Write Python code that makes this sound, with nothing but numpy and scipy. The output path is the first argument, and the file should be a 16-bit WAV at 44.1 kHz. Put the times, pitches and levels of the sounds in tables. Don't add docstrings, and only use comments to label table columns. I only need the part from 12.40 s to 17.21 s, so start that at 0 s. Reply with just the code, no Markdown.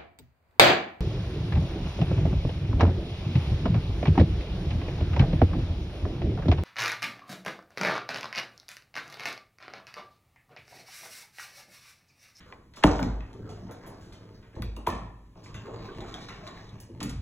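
import sys
import numpy as np
from scipy import signal
from scipy.fft import rfft, irfft, next_fast_len
from scipy.io import wavfile
from scipy.ndimage import uniform_filter1d

SR = 44100
rng = np.random.default_rng(int(sys.argv[2]) if len(sys.argv) > 2 else 0)


def dump_mix(stems):
    frames = np.atleast_2d(stems).T
    limited = np.clip(frames, -1, 1)
    pcm = np.round(limited * 32767).astype(np.int16)
    wavfile.write(sys.argv[1], SR, pcm)


N = 212253
T = np.arange(N) / SR
SIZE = next_fast_len(N + SR)
FREQ = np.arange(SIZE // 2 + 1) * SR / SIZE + 1e-6


def undb(db):
    return 10 ** (np.asarray(db) / 20)


def unit(x):
    return x / np.sqrt(np.mean(x ** 2))


def at(points, hz):
    f, value = np.transpose(points)
    return np.interp(np.log(hz), np.log(f), value)


def shape(x, response):
    return irfft(rfft(x, SIZE) * response, SIZE)[..., :N]


def edge(x, hz, kind, order=2):
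    safe_hz = np.minimum(hz, SR * .48)
    return signal.sosfilt(signal.butter(order, safe_hz, kind, fs=SR, output="sos"), x)


def add(track, s, sound):
    i = max(int(s * SR), 0)
    track[..., i:i + sound.shape[-1]] += sound[..., :N - i]


def with_send(sound, room_db):
    return np.array([sound, sound * undb(room_db)])


def ring(modes):
    out = np.zeros(SR)
    for hz, db, t60 in modes:
        t = T[:min(int(2 * t60 * SR), SR)]
        decay = np.exp(-np.log(1000) * t / t60)
        out[:len(t)] += undb(db) * np.sin(2 * np.pi * hz * t) * decay
    return out


def slips(rate, scatter_db):
    moments = rng.random(N) < rate / SR
    return moments * rng.standard_normal(N) * undb(scatter_db * rng.standard_normal(N))


def walk(rate):
    hold = int(SR / rate)
    steps = np.repeat(rng.standard_normal(N // hold + 1), hold)[:N]
    return unit(uniform_filter1d(steps, hold))


# (frequency [Hz], relative level [dB]).
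HOUSE_SPECTRUM = [(20, -6), (50, 1), (110, -2), (300, -9), (600, -29), (1200, -36.5), (2500, -34),
                  (6500, -40.5), (10000, -42.5), (16000, -50.5)]


def house_noise():
    return undb(-55.5) * unit(shape(rng.standard_normal(N), undb(at(HOUSE_SPECTRUM, FREQ))))


# (frequency [Hz], t60 [s]).
ROOM_DECAY = [(100, 0.69), (400, 0.59), (1200, 0.68), (3500, 0.53), (7000, 0.45), (14000, 0.1)]
# (frequency [Hz], gain [dB]).
ROOM_SPECTRUM = [(30, -18.5), (100, 0.5), (200, -3.5), (400, 1.5), (800, 0), (1500, -1.5), (3000, -5),
                 (7000, -9), (10000, -9), (16000, 1)]


def room(x, build_s=0.0025):
    t, tail = T[:SR], 0
    edges = np.geomspace(40, 18000, 12)
    spectrum, hz = rfft(rng.standard_normal(SR)), np.arange(SR // 2 + 1)
    build_up = 1 - np.exp(-(t / build_s) ** 2)
    for lo, hi in zip(edges, edges[1:]):
        band = irfft(spectrum * (hz >= lo) * (hz < hi), SR)
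        fade = np.exp(-np.log(1000) * t / at(ROOM_DECAY, np.sqrt(lo * hi))) * build_up
        tail = tail + band * fade / np.sqrt(np.sum(fade ** 2))
    return shape(x, rfft(tail, SIZE) * undb(at(ROOM_SPECTRUM, FREQ)))


# (frequency [Hz], lead of the left port [rad], coherence of the room sound [0-1]).
PORT_LIKENESS = [(0, 0, 1), (350, -0.3, 0.86), (700, -0.65, 0.2), (1400, 0.1, 0.35), (2700, 1.7, 0.44),
                 (3800, 1.5, 0.69), (4900, 3.2, 0.9), (6400, 5.8, 0.85), (7500, 6.5, 0.9), (8350, 9.1, 0.7),
                 (9600, 9.6, 0.7), (10500, 12.6, 0.85), (11600, 12.5, 0.62), (12600, 15.7, 0.6),
                 (13600, 15.7, 0.8), (14500, 18.7, 0.8)]


def ports(near, echo, other_echo):
    hz, lead, coherence = np.transpose(PORT_LIKENESS)
    turn = np.exp(.5j * np.interp(FREQ, hz, lead))
    alike = np.sqrt(np.interp(FREQ, hz, coherence))
    mid = near + shape(echo, np.sqrt((1 + alike) / 2))
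    side = shape(other_echo, np.sqrt((1 - alike) / 2))
    return np.array([shape(mid + side, turn), shape(mid - side, 1 / turn)])


BUILD_DB = 8
RELEASE_S = 0.019


def effort(start_s, rise_s, stop_s, sag_db_per_s):
    age = T - start_s
    build_db = -BUILD_DB * np.clip(1 - age / rise_s, 0, 1) ** 2
    sag_db = -sag_db_per_s * np.maximum(age - rise_s, 0)
    stopping = np.exp(-np.maximum(T - stop_s, 0) / RELEASE_S)
    return undb(build_db + sag_db) * np.clip(age / RELEASE_S, 0, 1) * stopping


def shifting(x, colour, depth_db, rate):
    spectrum, out = rfft(x, SIZE) * undb(at(colour, FREQ)), 0
    edges = np.geomspace(20, 20000, 26)
    for lo, hi in zip(edges, edges[1:]):
        band = irfft(spectrum * (FREQ >= lo) * (FREQ < hi), SIZE)[:N]
        out = out + band * undb(depth_db * walk(rate))
    return unit(out)


# (frequency [Hz], relative level [dB]).
LEAF_RUMBLE = [(25, -5.5), (50, 5.5), (75, -19.5), (102, 10), (135, -1.5), (180, -0.5), (235, -4.5),
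               (290, -7.5), (400, -5.5), (500, -14), (680, -34), (1500, -76.5)]
SCRAPE_LATE_S = 0.19


def rubbing(push, colour, jiggle_db=-12):
    start_s, rise_s, stop_s, sag, rumble_db, scrape_db = push
    shake = undb(rumble_db + 1.9 * walk(rate=16)) * effort(start_s, rise_s, stop_s, sag)
    scrape = undb(scrape_db) * effort(start_s, rise_s + SCRAPE_LATE_S, stop_s, sag)
    body = unit(shape(slips(rate=900, scatter_db=3.0), undb(at(LEAF_RUMBLE, FREQ))))
    taps = unit(shape(slips(rate=130, scatter_db=1), rfft(ring(SKIN_MODES), SIZE)))
    spurts = slips(rate=1500, scatter_db=1.8) * undb(3.2 * walk(rate=28))
    grit = shifting(spurts, colour, depth_db=3.5, rate=14)
    rumble = with_send(shake * body, room_db=-3.5)
    tapping = with_send(undb(jiggle_db) * shake * taps, room_db=1.5)
    return rumble + tapping + with_send(scrape * grit, room_db=3)


# (start [s], rise [s], stop [s], sag [dB/s], rumble level [dB], scrape level [dB]).
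HAND_PUSHES = [(0.0, 0.0067, 0.14, 9, -63, -59), (0.84, 0.24, 3.3, 12.5, -44.5, -58.5),
               (2.957, 0.53, 4.42, 8, -45, -53), (4.487, 0.2, 4.7, 19, -43.5, -70)]
# (frequency [Hz], relative level [dB]).
SCUFF_SPECTRUM = [(200, -24), (450, 3), (800, -7), (1200, -7), (1800, -9), (2600, -21), (4000, -19),
                  (5000, -14.5), (6500, -22), (9000, -38), (15000, -38.5)]
SCRAPE_SPECTRUM = [(200, 1), (400, 2.5), (620, 1), (900, 0.5), (1080, 4), (1400, -4), (2000, -6),
                   (2800, -6.5), (4500, -8.5), (6800, -15.5), (9000, -35), (15000, -36)]


def friction():
    colours = (SCUFF_SPECTRUM, SCUFF_SPECTRUM, SCRAPE_SPECTRUM, SCUFF_SPECTRUM)
    return sum(rubbing(push, colour) for push, colour in zip(HAND_PUSHES, colours))


# (frequency [Hz], width [Hz], level [dB]).
TRACK_RESONANCES = [(1126, 54, 7), (1880, 150, 6), (2290, 200, 6), (2980, 510, -3), (3820, 720, 6)]
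# (start [s], rise [s], stop [s], sag [dB/s]).
PIN_TRAVEL = (3.41, 0.39, 4.31, 7.8)


def guide_pin(run_db=-57, soft_hz=7500):
    track = 0
    for hz, width, db in TRACK_RESONANCES:
        track = track + undb(db) / (1 + 1j * (FREQ / hz - hz / FREQ) * hz / width)
    track = track / np.sqrt(np.mean(abs(track) ** 2))
    force = undb(run_db) * effort(*PIN_TRAVEL)
    spurts = unit(slips(rate=1400, scatter_db=2) * undb(3.5 * walk(rate=30)))
    grain = edge(spurts, soft_hz, "low")
    return with_send(shape(force * grain, track), room_db=1.0)


# (time [s], level [dB], resonance [Hz], length [s]).
EDGE_DRAGS = [(0.941, -50, 408, 0.035), (1.066, -48, 458, 0.078), (1.281, -48, 473, 0.047),
              (3.237, -47.5, 423, 0.13), (3.321, -47, 436, 0.061), (3.396, -47, 423, 0.049),
              (3.463, -44.5, 406, 0.076), (3.563, -51, 364, 0.1), (3.602, -50, 830, 0.055),
              (3.741, -50, 720, 0.053)]


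def groans(spread=0.074, upper_ratio=2.745, upper_db=-11):
    out = np.zeros((2, N))
    for s, db, hz, length_s in EDGE_DRAGS:
        t = T[:int(length_s * SR)]
        force = slips(rate=1200, scatter_db=1)[:len(t)]
        band = hz * np.array([1 - spread, 1 + spread])
        upper = undb(upper_db) * unit(edge(force, band * upper_ratio, "band"))
        tone = unit(edge(force, band, "band")) + upper
        swell = np.sqrt(np.sin(np.pi * t / length_s))
        add(out, s, with_send(undb(db) * tone * swell, room_db=-4.0))
    return out


# (time [s], level [dB], local ring of the track [Hz]).
PIN_CATCHES = [(3.605, -46, 3600), (3.741, -40, 3440), (3.885, -42, 3800), (4.071, -42, 3770),
               (4.291, -54.5, 3600)]


def catches(spread=0.1, broad_db=-5, low_hz=900, high_hz=5500, decay_s=0.0098):
    out, t = np.zeros((2, N)), T[:SR // 8]
    for s, db, hz in PIN_CATCHES:
        force = slips(rate=2200, scatter_db=2.5)[:len(t)]
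        chink = unit(edge(force, hz * np.array([1 - spread, 1 + spread]), "band"))
        crunch = undb(broad_db) * unit(edge(force, [low_hz, high_hz], "band"))
        add(out, s, with_send(undb(db) * (chink + crunch) * np.exp(-t / decay_s), room_db=-1))
    return out


# (time [s], level [dB], decay time constant [s]).
PIVOT_RATTLES = [(0.45, -42, 0.086), (2.48, -48, 0.044)]


def rattles(low_hz=2200, high_hz=6500):
    out, t = np.zeros((2, N)), T[:SR // 2]
    for s, db, decay_s in PIVOT_RATTLES:
        clicks = slips(rate=260, scatter_db=2)[:len(t)]
        crackle = unit(edge(clicks, [low_hz, high_hz], "band", order=3))
        add(out, s, with_send(undb(db) * crackle * np.exp(-t / decay_s), room_db=3))
    return out


# (time [s], level [dB], brightest frequency [Hz], decay time constant [s], room send [dB]).
HARDWARE_TICKS = [(0.004, -53.5, 2860, 0.02, 6), (0.125, -38, 1970, 0.0013, -11),
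                  (0.337, -50.5, 3300, 0.004, 11), (0.359, -54.5, 4900, 0.0035, 23.5),
                  (0.376, -55, 10000, 0.0027, 6), (0.427, -34.5, 1550, 0.017, -11),
                  (0.4365, -19.5, 2270, 0.0064, -4), (0.4375, -22, 6100, 0.0022, 4.5),
                  (0.592, -33.5, 2000, 0.002, -1), (0.596, -49.5, 10000, 0.0044, 4),
                  (0.6284, -32.5, 5100, 0.0015, 6.5), (0.8057, -43.5, 1890, 0.005, 5.5),
                  (0.931, -50.5, 5100, 0.0021, 8), (1.092, -54, 5500, 0.0097, 13.5),
                  (1.311, -47.5, 7060, 0.0015, 14), (1.44, -53.5, 1270, 0.046, 5),
                  (1.463, -56.5, 8700, 0.011, 15), (1.609, -64, 5670, 0.093, 7.5),
                  (1.726, -54.5, 5200, 0.0049, 14.5), (1.884, -65, 2620, 0.011, -7),
                  (2.026, -60, 2150, 0.026, 6), (2.13, -62.5, 1990, 0.012, 10),
                  (2.154, -56.5, 4200, 0.0069, 12), (2.2215, -35, 2900, 0.0025, 5.5),
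                  (2.222, -37.5, 11300, 0.0006, 3), (2.365, -45.5, 7860, 0.0029, 6),
                  (2.4653, -35.5, 1730, 0.01, 3.5), (2.468, -41.5, 9400, 0.0043, 13.5),
                  (2.4693, -29.5, 3220, 0.0026, 10.5), (3.037, -54.5, 5340, 0.0011, 23),
                  (3.143, -40.5, 3880, 0.0024, 14), (3.892, -42, 2850, 0.002, 16),
                  (4.067, -39, 2900, 0.0018, 4.5), (4.402, -44.5, 9100, 0.0035, 9),
                  (4.604, -35.5, 4060, 0.0048, 8.5), (4.629, -31.5, 7300, 0.0045, 5.5),
                  (4.694, -40.5, 5950, 0.011, 3.5)]


def ticks():
    out, t = np.zeros((2, N)), T[:SR // 8]
    for s, db, hz, decay_s, room_db in HARDWARE_TICKS:
        crackle = edge(rng.standard_normal(len(t)), hz / 2.6, "high", order=1)
        burst = unit(edge(crackle, hz * 1.3, "low", order=3))
        add(out, s, with_send(undb(db) * burst * np.exp(-t / decay_s), room_db))
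    return out


# (time [s], drive level [dB], most strongly driven frequency [Hz]).
LEAF_SHOVES = [(0.445, -22.5, 50.6), (0.488, -27.5, 70), (0.612, -23.5, 169), (0.65, -26, 163),
               (0.662, -28.5, 60.7), (0.808, -41, 130), (1.005, -43.5, 79), (1.094, -44, 113),
               (1.228, -35, 153), (1.309, -49, 109), (2.166, -38, 405), (2.17, -36.5, 75.6),
               (2.198, -31.5, 136), (2.209, -36, 54.3), (2.263, -40.5, 70), (2.373, -37, 285),
               (2.474, -32, 300), (2.482, -36.5, 74), (2.515, -34.5, 190), (2.537, -38.5, 55),
               (2.61, -36.5, 131), (3.148, -38.5, 116), (4.33, -42, 120), (4.491, -42, 340),
               (4.542, -40, 125), (4.616, -34.5, 206.5), (4.647, -29, 177), (4.691, -37.5, 71.5),
               (4.728, -37.5, 103), (4.763, -33.5, 88)]
# (frequency [Hz], level [dB], t60 [s]).
FLEX_MODES = [(51.9, 3, 1), (77.8, 5, 0.24), (107.3, 1.5, 0.37), (167.2, 1, 0.21), (210, 0.5, 0.22),
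              (238.5, -2, 0.23), (302.6, -2, 0.21), (385.5, 0.5, 0.098), (472, -1.5, 0.13)]
HAND_GRIPS = [0.85, 1.34, 4.1]
GRIP_S = 0.011


def thuds(octaves=0.79, push_s=0.0024, stiffen=0.201, settle_s=0.031):
    out, t = np.zeros((2, N)), T[:SR]
    hz, mode_db, t60 = np.transpose(FLEX_MODES)
    sagging = t + stiffen * settle_s * (1 - np.exp(-t / settle_s))
    for s, db, push_hz in LEAF_SHOVES:
        detune = 1 + .035 * rng.standard_normal(len(hz)) * (hz > hz[0])
        drive_db = mode_db - 10 * (np.log2(hz / push_hz) / octaves) ** 2
        modes = ring(zip(hz * detune, drive_db, t60))
        boom = np.interp(sagging, t, modes) * (1 - np.exp(-t / push_s))
        free_s = min([grip for grip in HAND_GRIPS if grip > s], default=T[-1]) - s
        boom = boom * np.exp(-np.maximum(t - free_s, 0) / GRIP_S)
        add(out, s, with_send(undb(db) * boom, room_db=-3.0))
    return out


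def chatter(db, loose_db=-14, rattle_s=0.0057):
    t = T[:SR]
    rattle = slips(rate=4700, scatter_db=-2.0)[:SR] * t * np.exp(-t / rattle_s)
    bounces = edge(rattle, hz=510, kind="high")
    rattle_db = min(loose_db - 0.34 * db, 3)
    force = signal.unit_impulse(SR) + undb(rattle_db) * bounces / np.linalg.norm(bounces)
    return force / np.linalg.norm(force)


# (time [s], level before a common trim [dB], contact cut-off [Hz], low cut [Hz], room send [dB]).
LEAF_BLOWS = [(0.1208, -28, 2600, 300, -6), (0.366, -28.5, 3520, 500, 4), (0.4345, 3.5, 3200, 190, -7),
              (0.474, -14.5, 1900, 500, 1), (0.518, -13.5, 800, 300, -4), (0.548, -15, 1080, 500, -4),
              (0.589, -12, 1690, 814, 0.5), (0.608, -16.5, 1010, 690, 2.5), (0.625, -18.5, 2400, 500, -4.5),
              (0.749, -28.5, 905, 298, 5), (1.088, -32, 900, 300, 4), (1.28, -31, 1110, 301, 11),
              (1.461, -27.5, 2300, 710, 6.5), (1.5, -31.5, 900, 298, 6.5), (1.719, -31.5, 2300, 1190, 3.5),
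              (2.137, -31.5, 686, 294, 2), (2.159, -22.5, 560, 248, 6), (2.22, -24.5, 3020, 1440, -13),
              (2.362, -27.5, 2000, 410, 5.5), (2.4665, -11.5, 1804, 280, -3), (2.478, -20, 1500, 700, -2.5),
              (2.952, -31, 1120, 600, 4), (3.056, -31, 1800, 500, -8), (3.142, -29, 3060, 405, 3.5),
              (3.276, -26, 1600, 500, 3.5), (3.438, -39, 1500, 506, -1), (3.484, -28.5, 1710, 500, -8),
              (3.603, -28.5, 1630, 600, 6.5), (3.642, -27.5, 1800, 600, -3), (3.739, -30, 2000, 604, 6),
              (3.778, -29.5, 1820, 700, 2.5), (3.882, -28.5, 2510, 604, 1), (4.069, -30.5, 1780, 605, 4),
              (4.607, -18.5, 2200, 1100, 1)]
# (frequency [Hz], level [dB], t60 [s]).
SKIN_MODES = [(195, -15.5, 0.073), (317, -8.5, 0.048), (420, -10, 0.016), (650, -11.5, 0.026),
              (906, -10, 0.026), (1080, -19.5, 0.029), (1225, -21, 0.022), (1720, -12.5, 0.0095),
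              (2026, -20.5, 0.012), (2280, -13, 0.0047), (2760, -19.5, 0.012), (3090, -19, 0.012),
              (4130, -16.5, 0.0085)]
# (frequency [Hz], level [dB], t60 [s]).
CORE_MODES = [(162.2, -21.5, 0.3), (198.5, -22.5, 0.15), (300.6, -15, 0.23), (574, -39.5, 0.38),
              (654, -30.5, 0.15), (764, -32.5, 0.5), (884, -24.5, 0.16), (1003, -31, 0.15),
              (1425, -39.5, 0.36)]


def knocks(travel_s=.0065, edge_db=-12, core_growth=0.51, stray_per_db=0.04, count=6):
    hz_bins = np.arange(SR // 2 + 1)
    hz, mode_db, t60 = np.transpose(SKIN_MODES)
    lag = 4 * np.pi * travel_s * np.sqrt(1000 * hz_bins)
    crossing = np.exp(-1j * lag)
    out, core = np.zeros((2, N)), ring(CORE_MODES)
    for s, db, contact_hz, low_hz, room_db in LEAF_BLOWS:
        paths = rng.uniform(1.2, 2.9, count)
        sizes = rng.choice([-1, 1], count) / np.sqrt(count)
        detune = np.exp(stray_per_db * min(db, 0) * rng.standard_normal(len(hz)))
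        skin_ring = ring(zip(hz * detune, mode_db, t60))
        skin = rfft(skin_ring + undb(core_growth * db) * core)
        short_waves = hz_bins / (hz_bins + 600)
        echoes = undb(edge_db) * (sizes @ np.exp(-1j * np.outer(paths, lag))) * short_waves
        near = rfft(chatter(db)) * skin * (crossing + echoes)
        power = uniform_filter1d(abs(skin) ** 2, size=300)
        blurred = np.sqrt(uniform_filter1d(power, size=300))
        bass_cut = hz_bins ** 2 / (hz_bins ** 2 + 120 ** 2)
        far = undb(room_db) * blurred * crossing * bass_cut
        waves = irfft(np.array([near, far]), SR)[:, :SR // 2]
        softened = edge(waves, contact_hz, "low")
        add(out, s, undb(db - 1.5) * edge(softened, low_hz, "high", order=1))
    return out


def scene(drift_hz=2.5):
    sliding = friction() + guide_pin() + groans()
    hardware = catches() + rattles() + ticks()
    direct, send = sliding + hardware + thuds() + knocks()
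    echoes = (room(send) + 1j * room(send)) * np.exp(2j * np.pi * drift_hz * T)
    return ports(direct + house_noise(), echoes.real, echoes.imag)


TOP_HZ = 16000


def record(dry):
    return signal.sosfilt(signal.ellip(8, .2, 70, TOP_HZ, fs=SR, output="sos"), dry)


dry = scene()
out = record(dry)
dump_mix(out)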